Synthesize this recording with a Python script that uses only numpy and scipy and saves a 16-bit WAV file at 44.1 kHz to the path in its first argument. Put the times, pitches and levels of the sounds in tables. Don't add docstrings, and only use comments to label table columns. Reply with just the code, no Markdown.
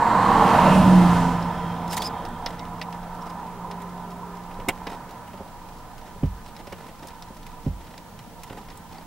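import sys
import numpy as np
from scipy import signal
from scipy.fft import rfft, irfft, next_fast_len
from scipy.io import wavfile
from scipy.ndimage import uniform_filter1d

SR = 44100
rng = np.random.default_rng(int(sys.argv[2]) if len(sys.argv) > 2 else 0)


def transcribe(u):
    v = np.clip(np.atleast_2d(u).T, -1, 1)
    q = np.round(v * 32767).astype(np.int16)
    wavfile.write(sys.argv[1], SR, q)


def boost_factor(decibels):
    exponent = np.asarray(decibels, float) / 20
    return 10 ** exponent


N = 399546
TIME = np.arange(N) / SR
LONG = next_fast_len(N, real=True)
FREQ = np.maximum(np.arange(LONG // 2 + 1) * SR / LONG, 1.)


def set_rms(x, db):
    return x * boost_factor(db) / np.sqrt(np.mean(x ** 2))


def wave(spectrum):
    return irfft(spectrum, LONG)[..., :N]


def curve(rows):
    s, *columns = np.transpose(rows)
    return np.array([np.interp(TIME, s, c) for c in columns])


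def slope(hz, points):
    table_hz, table_db = np.array(points).T
    return np.interp(np.log(hz), np.log(table_hz), table_db)


def resonant(hz, modes):
    response = 1
    for mode_hz, width_hz, db in modes:
        response = response * (1 + (boost_factor(db) - 1) / (1 + 1j * (hz ** 2 - mode_hz ** 2) / (hz * width_hz)))
    return response


def walk(rate, size=N):
    k = int(SR / rate)
    held = np.repeat(rng.standard_normal(size // k + 1), k)
    return uniform_filter1d(uniform_filter1d(held, k), k)[:size]


def swell(start_s, length_s):
    return np.sin(np.pi * np.clip((TIME - start_s) / length_s, 0, 1))


def ring(t, hz, t60, rise_s):
    return (1 - np.exp(-t / rise_s)) * 1000 ** (-t / t60) * np.sin(2 * np.pi * hz * t)


def apart(hz, corner_hz=7500, least=0.035):
    return least + (1 - least) / np.sqrt(1 + (corner_hz / hz) ** 3)


def ports(mid, side):
    return np.array([mid + side, mid - side])


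def add(out, s, x):
    i = int(s * SR)
    out[..., i:i + x.shape[-1]] += x[..., :N - i]


SPEED_M_S, KERB_M, ABEAM_S = 18, 3.11, .8


def passing(lag_s):
    along = SPEED_M_S * (TIME - ABEAM_S - lag_s)
    r = np.hypot(along, KERB_M)
    return r, -along / r


# t/s, level/dB
SCREEN = [(0, 0), (.22, 1), (.5, 1.5), (.65, -1), (.9, -1), (1.15, 2.5), (1.3, 0.5), (1.5, -2), (1.8, -2),
          (2.2, -0.5), (2.35, -3), (3.0, -3), (3.4, -2), (4.75, -1.5), (5.3, -4), (6.4, -13), (9.06, -17)]
# level abeam/dB, share of the path loss, extra level ahead of the car/dB,
# level of far traffic/dB
LAYERS = [
    (-27.5, 1.17, -2, -51.5),
    (-26.5, 0.99, 5.5, -53.5),
    (-22.5, 0.75, 7, -50),
    (-36, 1.34, 2.5, -64),
]
SPREAD_M = 3.74


def loudness():
    r, coming = passing(0)
    loss = curve(SCREEN)[0] - 20 * np.log10(np.hypot(r, SPREAD_M) / np.hypot(KERB_M, SPREAD_M))
    ahead = np.clip(2 * coming, 0, 1)
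    layers = []
    for db, share, ahead_db, far_db in LAYERS:
        power = boost_factor(2 * (db + share * loss + ahead_db * ahead)) + boost_factor(2 * far_db)
        layers.append(10 * np.log10(power))
    return layers


LAYER_HZ = (70, 350, 950, 4000)
# f/Hz, level/dB per Hz
CAR_COLOUR = [(20, -5.5), (40, -12.5), (130, -10.5), (210, -10), (330, -18.5), (550, -18), (1020, -17.5),
              (1490, -27), (2100, -30.5), (2500, -34), (4800, -45), (5600, -47.5), (11000, -54),
              (16000, -63)]
# f/Hz, width/Hz, level/dB
CABIN = [(60, 6.6, 6.5), (83, 14, 4), (112.6, 7.7, 6), (237, 25, 2.5), (327, 24, 4), (399.4, 61, -10),
         (459.7, 21.6, 7.5), (622, 13, 5.5), (716.3, 9.2, 10.5), (766.4, 15.4, 7.5), (823.5, 18, 10),
         (903.6, 9.9, 13.5), (950.2, 14.2, 10.5), (988.7, 21.2, 11), (1024.5, 5.4, 11.5), (1085, 22, 1),
         (1223.5, 32, 9), (1337, 23.5, 8.5), (1377, 29, 3.5), (1507, 24, 8), (1744, 33, 7.5),
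         (2090, 31, 3.5), (2280, 420, -2.5), (3170, 84, 4.5)]


def road():
    flicker_db, smooth_hz, steady_within_m = 2.0, 900, 30
    loud = loudness()
    shimmer = np.clip(passing(0)[0] / steady_within_m, .25, 1)
    colour = boost_factor(slope(FREQ, CAR_COLOUR)) * resonant(FREQ, CABIN)
    mid, side = rfft(rng.standard_normal((2, LONG))) * colour / np.sqrt(N)
    pair = ports(mid, apart(FREQ) * side)
    rms = []
    for low_hz, high_hz in [(25, 140), (230, 550), (600, 1500), (2500, 7000)]:
        inside = (FREQ > low_hz) & (FREQ < high_hz)
        rms.append(np.sqrt(2 * np.sum(np.abs(colour[inside]) ** 2) / N))
    out = 0
    for step in range(-1, 20):
        hz = 25 * 2 ** (step / 2)
        window = np.cos(np.pi * np.clip(np.log2(FREQ / hz), -.5, .5)) ** 2
        place = np.interp(np.log(hz), np.log(LAYER_HZ), range(4))
        k = min(int(place), 2)
        share = place - k
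        flicker = flicker_db * shimmer * min(1, (smooth_hz / hz) ** .5) * walk(14)
        db = (1 - share) * loud[k] + share * loud[k + 1] + flicker
        gain = boost_factor(db) / (rms[k] ** (1 - share) * rms[k + 1] ** share)
        out = out + gain * wave(window * pair) * np.sqrt(N)
    return out


# t/s, length/s, f/Hz, width/Hz, level/dB
FACING = [(-0.13, 0.81, 4150, 610, -47.5), (-0.9, 1.75, 7600, 1200, -51), (-.5, 1.3, 1570, 530, -34),
          (0.4, 0.52, 2660, 300, -38), (0.8, 2, 3500, 400, -58), (0.8, 1.3, 5260, 550, -61),
          (0.64, 0.51, 236, 98, -25.5), (0.6, 0.67, 9000, 2500, -52), (1.1, .27, 7000, 2000, -51),
          (0.7, .13, 8000, 4000, -47), (1.5, 0.34, 3200, 60, -54), (0.27, 0.37, 826, 55, -25),
          (1.9, 0.69, 3200, 60, -62), (3, 2.04, 400, 7.3, -50.5), (0.5, 0.52, 615, 77, -26),
          (-0.09, 0.88, 1095, 56, -24), (0.13, 0.33, 800, 80, -30), (1.94, 0.36, 810, 70, -39),
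          (0.9, 0.24, 322, 13, -30), (0.3, 0.17, 314, 16, -33), (0.3, 0.44, 220, 71, -31),
          (0.51, 0.58, 166, 29, -22.5), (-0.12, 0.31, 950, 93, -20.5)]


def facing():
    mid, side = rfft(rng.standard_normal((2, LONG)))
    noise = ports(mid, apart(FREQ) * side)
    out = 0
    for s, length, hz, width, db in FACING:
        band = noise * np.exp(-((FREQ - hz) / width) ** 2)
        out = out + swell(s, length) * set_rms(wave(band), db)
    return out


# t/s, f/Hz
REVS = [
    (0, 180),
    (2.2, 180),
    (2.9, 183),
    (3.8, 185.4),
    (4.7, 186.8),
    (5.4, 185.3),
    (7, 180),
    (9.06, 179),
]
# t/s, level/dB
THROTTLE = [(0, -36), (.4, -28), (.58, -28), (.76, -15), (.88, -11.5), (1.0, -13), (1.11, -16.5),
            (1.25, -24), (1.55, -32), (1.75, -30.5), (2.05, -42.5), (2.4, -45), (2.9, -39), (3.35, -44),
            (3.8, -39.5), (4.45, -43), (4.95, -47.5), (5.3, -56.5), (9.06, -52)]
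# t/s, length/s, f/Hz, level/dB
ENGINE_RING = (1.1, 0.27, 257.5, -29)
# t/s, half length/s, level/dB
PILLAR = (.84, .021, -13)


def exhaust():
    tailpipe_lag_s, waver_db, half_order_db = 0.1842, 0.6, -24
    coming = passing(tailpipe_lag_s)[1]
    hz = curve(REVS)[0] / (1 - coming * SPEED_M_S / 343)
    turn = 2 * np.pi * np.cumsum(hz) / SR
    s, half, hidden_db = PILLAR
    hidden = hidden_db * np.exp(-((TIME - s) / half) ** 4)
    db = curve(THROTTLE)[0] + hidden + waver_db * walk(20)
    tone = boost_factor(db) * (np.sin(turn) + boost_factor(half_order_db) * np.sin(turn / 2))
    s, length, ring_hz, ring_db = ENGINE_RING
    higher = boost_factor(ring_db) * swell(s, length) * np.sin(turn * ring_hz / 172)
    return np.sqrt(2) * (tone + higher)


# f/Hz, width/Hz, level/dB
SHELL = [(266.1, 124, 18.5), (816, 226, 12.5), (1620, 170, -2.5), (2135, 89, -10), (2320, 160, -4.5),
         (2590, 100, -6), (3830, 370, 4.5), (5100, 200, -1), (5270, 125, 6.5), (8500, 190, 3.5),
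         (12300, 900, 2.5)]


def tick(noise, db, bass_db, edge_db, top_db, t60, rise_s=0.00094):
    treble_life, crack, crack_s = 0.69, 1.4, 0.00096
    t = np.arange(noise.shape[1]) / SR
    hz = np.maximum(np.arange(len(t) // 2 + 1) * SR / len(t), 1.)
    shape = [(80, bass_db - 16), (300, bass_db), (1300, bass_db / 2 + edge_db / 2 + 6.0),
             (2100, edge_db + 14.0), (3000, edge_db + 9.5), (4000, -0.1), (5200, 1.1), (5900, -1.3),
             (6900, top_db + 9.0), (16000, top_db + 0.5)]
    start = noise * (1 - np.exp(-t / rise_s)) * (1 + crack * np.exp(-t / crack_s))
    slow = rfft(start * 1000 ** (-t / t60))
    quick = rfft(start * 1000 ** (-t / (treble_life * t60)))
    treble = 1 / (1 + (3800 / hz) ** 8)
    body = boost_factor(slope(hz, shape)) * resonant(hz, SHELL)
    mid, side = ((1 - treble) * slow + treble * quick) * body
    middle = irfft(mid * (hz > 3500) * (hz < 8000), len(t))
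    pair = irfft(ports(mid, apart(hz, corner_hz=9000) * side), len(t))
    return pair * boost_factor(db) / np.abs(middle).max()


# t/s, peak level/dB, edge share/dB, top share/dB
TICKS = [(1.4254, -34, -15, -23), (1.8783, -36.5, -13, -13), (1.9112, -37, -10, -8), (1.9435, -33, -13, -5),
         (1.9305, -27, -6, -7), (1.9685, -21, -16.5, -5), (1.9764, -25.5, -1.5, -2),
         (2.0202, -20.5, -11.5, -12.5), (2.073, -38, -12, -3), (3.03, -45, -8, -18),
         (7.105, -46.5, -4, -20), (7.285, -45, -9, -18), (7.43, -45, -8, -14), (2.2513, -36.5, -9, -16),
         (2.4612, -20, -9.5, -24.5), (2.5935, -32.5, -11, -24), (2.6519, -44, -3, -18),
         (2.8145, -29.5, -4.5, -22), (2.8254, -37.5, 1, -10), (2.9257, -41, -2.5, -18),
         (3.2994, -43, -15, -12), (3.712, -36.5, -6, -17), (3.8194, -45, -17, 0), (5.1094, -40.5, -16, -10),
         (5.9797, -46, -3, -7), (6.4621, -41, -5, -10), (6.565, -36.5, -9.5, -18), (7.0712, -38.5, -17, -7),
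         (7.0844, -41, -13, -11), (7.2235, -31, -13.5, -19), (7.3696, -44, -12, -13),
         (7.4659, -40, -4, -12), (7.9783, -36, -9, -17), (8.19, -41.5, -5, -13), (8.4337, -35, -4.5, -4),
         (8.7016, -39.5, -9, -22), (8.773, -43, -10, 2)]
# t/s, peak level/dB, edge share/dB, top share/dB
TAPS = [(4.5104, -54, 6, -12), (4.598, -48.5, 2, -12), (4.685, -19.5, 2, -2), (4.8677, -32.5, -3, -19),
        (4.9294, -45, -6, -12), (5.2744, -52, 3, -6), (5.3316, -50, 0, -15), (6.2324, -50.5, 1, -16),
        (6.6695, -41, -7, -14), (6.723, -38, -0.5, -13), (6.9915, -54.5, -6, -14),
        (7.029, -46.5, -3.5, -13), (7.6592, -52, 0, -12.5), (7.867, -48, -5, -14), (7.9366, -47.5, -2, -22),
        (8.4967, -43.5, 1.5, -14), (8.6839, -45, -5.5, -18)]


def ticks_and_taps():
    out = np.zeros((2, N))
    for rows, bass_db, t60, rise_s in (TICKS, -14.5, 0.063, 0.00042), (TAPS, 0.5, 0.057, 0.0038):
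        for s, db, edge_db, top_db in rows:
            noise = rng.standard_normal((2, 4096))
            add(out, s, tick(noise, db, bass_db, edge_db, top_db, t60, rise_s))
    return out


# t/s, level/dB, t60/s
RUSTLES = [(2.471, -42.5, 0.59), (3.26, -47.5, 0.14), (3.799, -48.5, 0.13), (4.78, -56, .15),
           (4.89, -42, .2), (5.08, -48, 0.25), (6.06, -49, 0.18), (6.48, -48.5, 0.15), (6.58, -47.5, 0.18),
           (6.78, -46.5, 0.32), (6.88, -48.5, 0.1), (7.02, -48, 0.29), (7.1, -59, 0.11), (7.901, -50, 0.22),
           (8.505, -45, 0.22), (8.57, -46, 0.18), (8.9, -46, 0.51), (9.009, -51, 0.13), (7.803, -50.5, 0.1),
           (8.7, -51, .2)]


def rustles():
    out = np.zeros((2, N))
    for s, db, t60 in RUSTLES:
        grains = rng.standard_normal((2, 8192)) * boost_factor(7.1 * walk(120.0, size=8192))
        add(out, s, tick(grains, db, 4.7, -5.0, -11.0, t60, rise_s=0.012))
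    return out


def creaks():
    creak_db, spread_db, count = -55, 8.0, 110
    out = np.zeros((2, N))
    for s, a, b in rng.random((count, 3)):
        noise = rng.standard_normal((2, 4096))
        faint = tick(noise, creak_db + spread_db * a, -12, -14 + 8 * b, -14, 0.082)
        add(out, 2.2 + s * (N / SR - 2.3), faint)
    return out


# start t/s, end t/s, level/dB
SLIDES = [
    (1.886, 1.964, -43),
    (1.954, 1.998, -37.5),
    (1.983, 2.084, -43),
]


def sliding_finger():
    grip_s, lift_s = 0.028, 0.018
    colour = [(1200, -30), (2500, 3), (5000, 3.0), (12000, -4.5), (16000, -10)]
    mid, side = rfft(rng.standard_normal((2, LONG))) * boost_factor(slope(FREQ, colour))
    rub = set_rms(wave(ports(mid, apart(FREQ) * side)), 1.8)
    touch = 0
    for a, b, db in SLIDES:
        touch = touch + boost_factor(db) * np.clip(np.minimum((TIME - a) / grip_s, (b - TIME) / lift_s), 0, 1)
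    return rub * touch * boost_factor(3.6 * walk(430))


# t/s, length/s, start f/Hz, end f/Hz, level/dB
SQUEAKS = [(1.897, .026, 5000, 5300, -42), (1.932, .02, 5300, 5100, -43), (1.998, .016, 4950, 4550, -38),
           (2.02, .012, 3650, 3320, -35), (2.032, .02, 4750, 4900, -34), (2.05, .024, 4900, 4950, -29.5),
           (2.078, .01, 4950, 4900, -41), (2.287, .0036, 8000, 8000, -45), (2.4617, .003, 5200, 5100, -27),
           (2.6, .04, 2090, 2080, -50), (2.815, .008, 2050, 2000, -36), (2.815, .008, 2700, 2650, -38),
           (2.815, .008, 4800, 4900, -37), (3.215, .01, 5500, 5500, -54), (3.27, .012, 4700, 4600, -55),
           (3.29, .012, 5300, 5000, -54), (4.684, .012, 2160, 2200, -22.5), (8.929, .005, 4950, 4400, -48),
           (8.961, .005, 4600, 4000, -49), (8.983, .005, 4650, 4250, -47)]


def squeaks():
    out = np.zeros((2, N))
    for s, length, from_hz, to_hz, db in SQUEAKS:
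        u = np.linspace(0, 1, int(length * SR * 1.31))
        hz = from_hz + (to_hz - from_hz) * np.sqrt(u) + 110 * walk(300, size=len(u))
        loud = boost_factor(db + 4.1 * walk(700, size=len(u))) * np.sqrt(np.sin(np.pi * u))
        add(out, s, loud * np.sin(2 * np.pi * np.cumsum(hz) / SR))
    return out


def handling():
    return ticks_and_taps() + rustles() + creaks() + sliding_finger() + squeaks()


# t/s, level/dB
KNOCKS = [(3.4, -41), (4.585, -27.5), (4.68, -21.5), (5.4, -27), (5.335, -33), (6.155, -36), (6.668, -35),
          (6.72, -31), (7.04, -37), (8.6, -39), (10, -37), (7.3, -34), (8.5, -30), (8.518, -35),
          (8.54, -36)]
# f/Hz, level/dB, t60/s
HOUSING = [(85.4, -4.5, 0.094), (186, -1.5, 0.11), (286, -1.5, 0.041), (403, -2.5, 0.076), (545, -3, 0.083),
           (700, 1, 0.029), (917, -11, 0.062)]


def knocks():
    out, t = np.zeros(N), np.arange(4096) / SR
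    for s, db in KNOCKS:
        for hz, mode_db, t60 in HOUSING:
            c = rng.standard_normal()
            add(out, s, boost_factor(db + mode_db + 1.5 * c) * ring(t, hz * (1 + 0.032 * c), t60, 0.0035))
    return out


# t/s, level/dB, f/Hz
PINGS = [
    (2.885, -22.5, 997),
    (3.189, -26.5, 1010),
    (3.646, -20.5, 980),
    (3.827, -30, 990),
    (4.23, -22, 960),
    (4.679, -17, 278),
    (8.913, -36, 891),
    (8.943, -36, 830),
]


def pings():
    out, t = np.zeros(N), np.arange(4096) / SR
    for s, db, hz in PINGS:
        add(out, s, boost_factor(db + 0.5) * ring(t, hz, t60=0.055, rise_s=.002))
    return out


# t/s, level/dB, pitch factor
THUMPS = [
    (6.23, -15.5, 0.93),
    (7.662, -18.5, 0.92),
]
# f/Hz, level/dB, t60/s
ROOF = [(45, -18, 0.46), (54.5, -3, 0.37), (77.9, -10, 0.4), (97.4, -1, 0.22), (159.5, 5.5, 0.1),
        (287, 0, 0.081), (200, -9.5, 0.24), (431, -10, 0.085), (600, -13, 0.086), (737, -22, 0.08),
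        (517, -14.5, 0.085), (687, -18, .09), (870, -23, .08)]


def roof():
    travel, bloom = 0.63, 0.31
    out, t = np.zeros(N), np.arange(SR // 2) / SR
    for s, db, pitch in THUMPS:
        for hz, mode_db, t60 in ROOF:
            late = np.maximum(t - travel / hz, 0)
            add(out, s - travel / 270, boost_factor(db + mode_db) * ring(late, hz * pitch, t60, bloom / hz))
    return out


# t/s, half length/s, level/dB
GUSTS = [
    (.42, 0.11, -39),
    (.95, 0.25, -43),
    (2.47, 0.28, -39.5),
    (3.13, 0.18, -49),
    (4.734, .2, -48),
    (5.5, .2, -59),
    (6.226, 0.25, -46),
    (7.5, 0.31, -49),
    (8.7, .2, -63),
]


def buffet(hz=25, width=7, calm_db=-55):
    shake = wave(rfft(rng.standard_normal(LONG)) * np.exp(-((FREQ - hz) / width) ** 2))
    push = boost_factor(calm_db)
    for s, half, db in GUSTS:
        push = push + boost_factor(db) * np.exp(-((TIME - s) / half) ** 2)
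    return set_rms(shake, 0) * push


# f/Hz, level/dB
PORTS_DB = [(100, -2.1), (500, -2), (1100, -3.5), (2500, -1.9), (5000, -1.5), (12000, -1.5)]


def scene():
    left_lead_s = 8.5e-6
    sound = road() + facing() + buffet() + exhaust() + handling() + knocks() + pings() + roof()
    tilt = np.log(10) / 40 * slope(FREQ, PORTS_DB) + 1j * np.pi * FREQ * left_lead_s
    return wave(rfft(sound, LONG) * np.exp([tilt, -tilt]))


def band_limit(x):
    return signal.sosfilt(signal.butter(12, 16680, fs=SR, output="sos"), x)


# f/Hz, level/dB per Hz
MIC_HISS = [(15, -31), (25, 12), (76, -8), (545, -9.5), (962, -18), (1100, -30), (1560, -17), (16000, -25)]


def record(dry):
    hiss_db, whine_hz, whine_db, top_hz = -49.5, 15650, -72, 15800
    hiss = set_rms(wave(rfft(rng.standard_normal((2, LONG))) * boost_factor(slope(FREQ, MIC_HISS))), hiss_db)
    whine = np.sqrt(2) * boost_factor(whine_db) * np.sin(2 * np.pi * whine_hz * TIME)
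    low_pass = signal.ellip(10, .2, 45, top_hz, fs=SR, output="sos")
    mix = signal.sosfilt(low_pass, dry + hiss + whine)
    return band_limit(mix)


dry = scene()
out = record(dry)
transcribe(out)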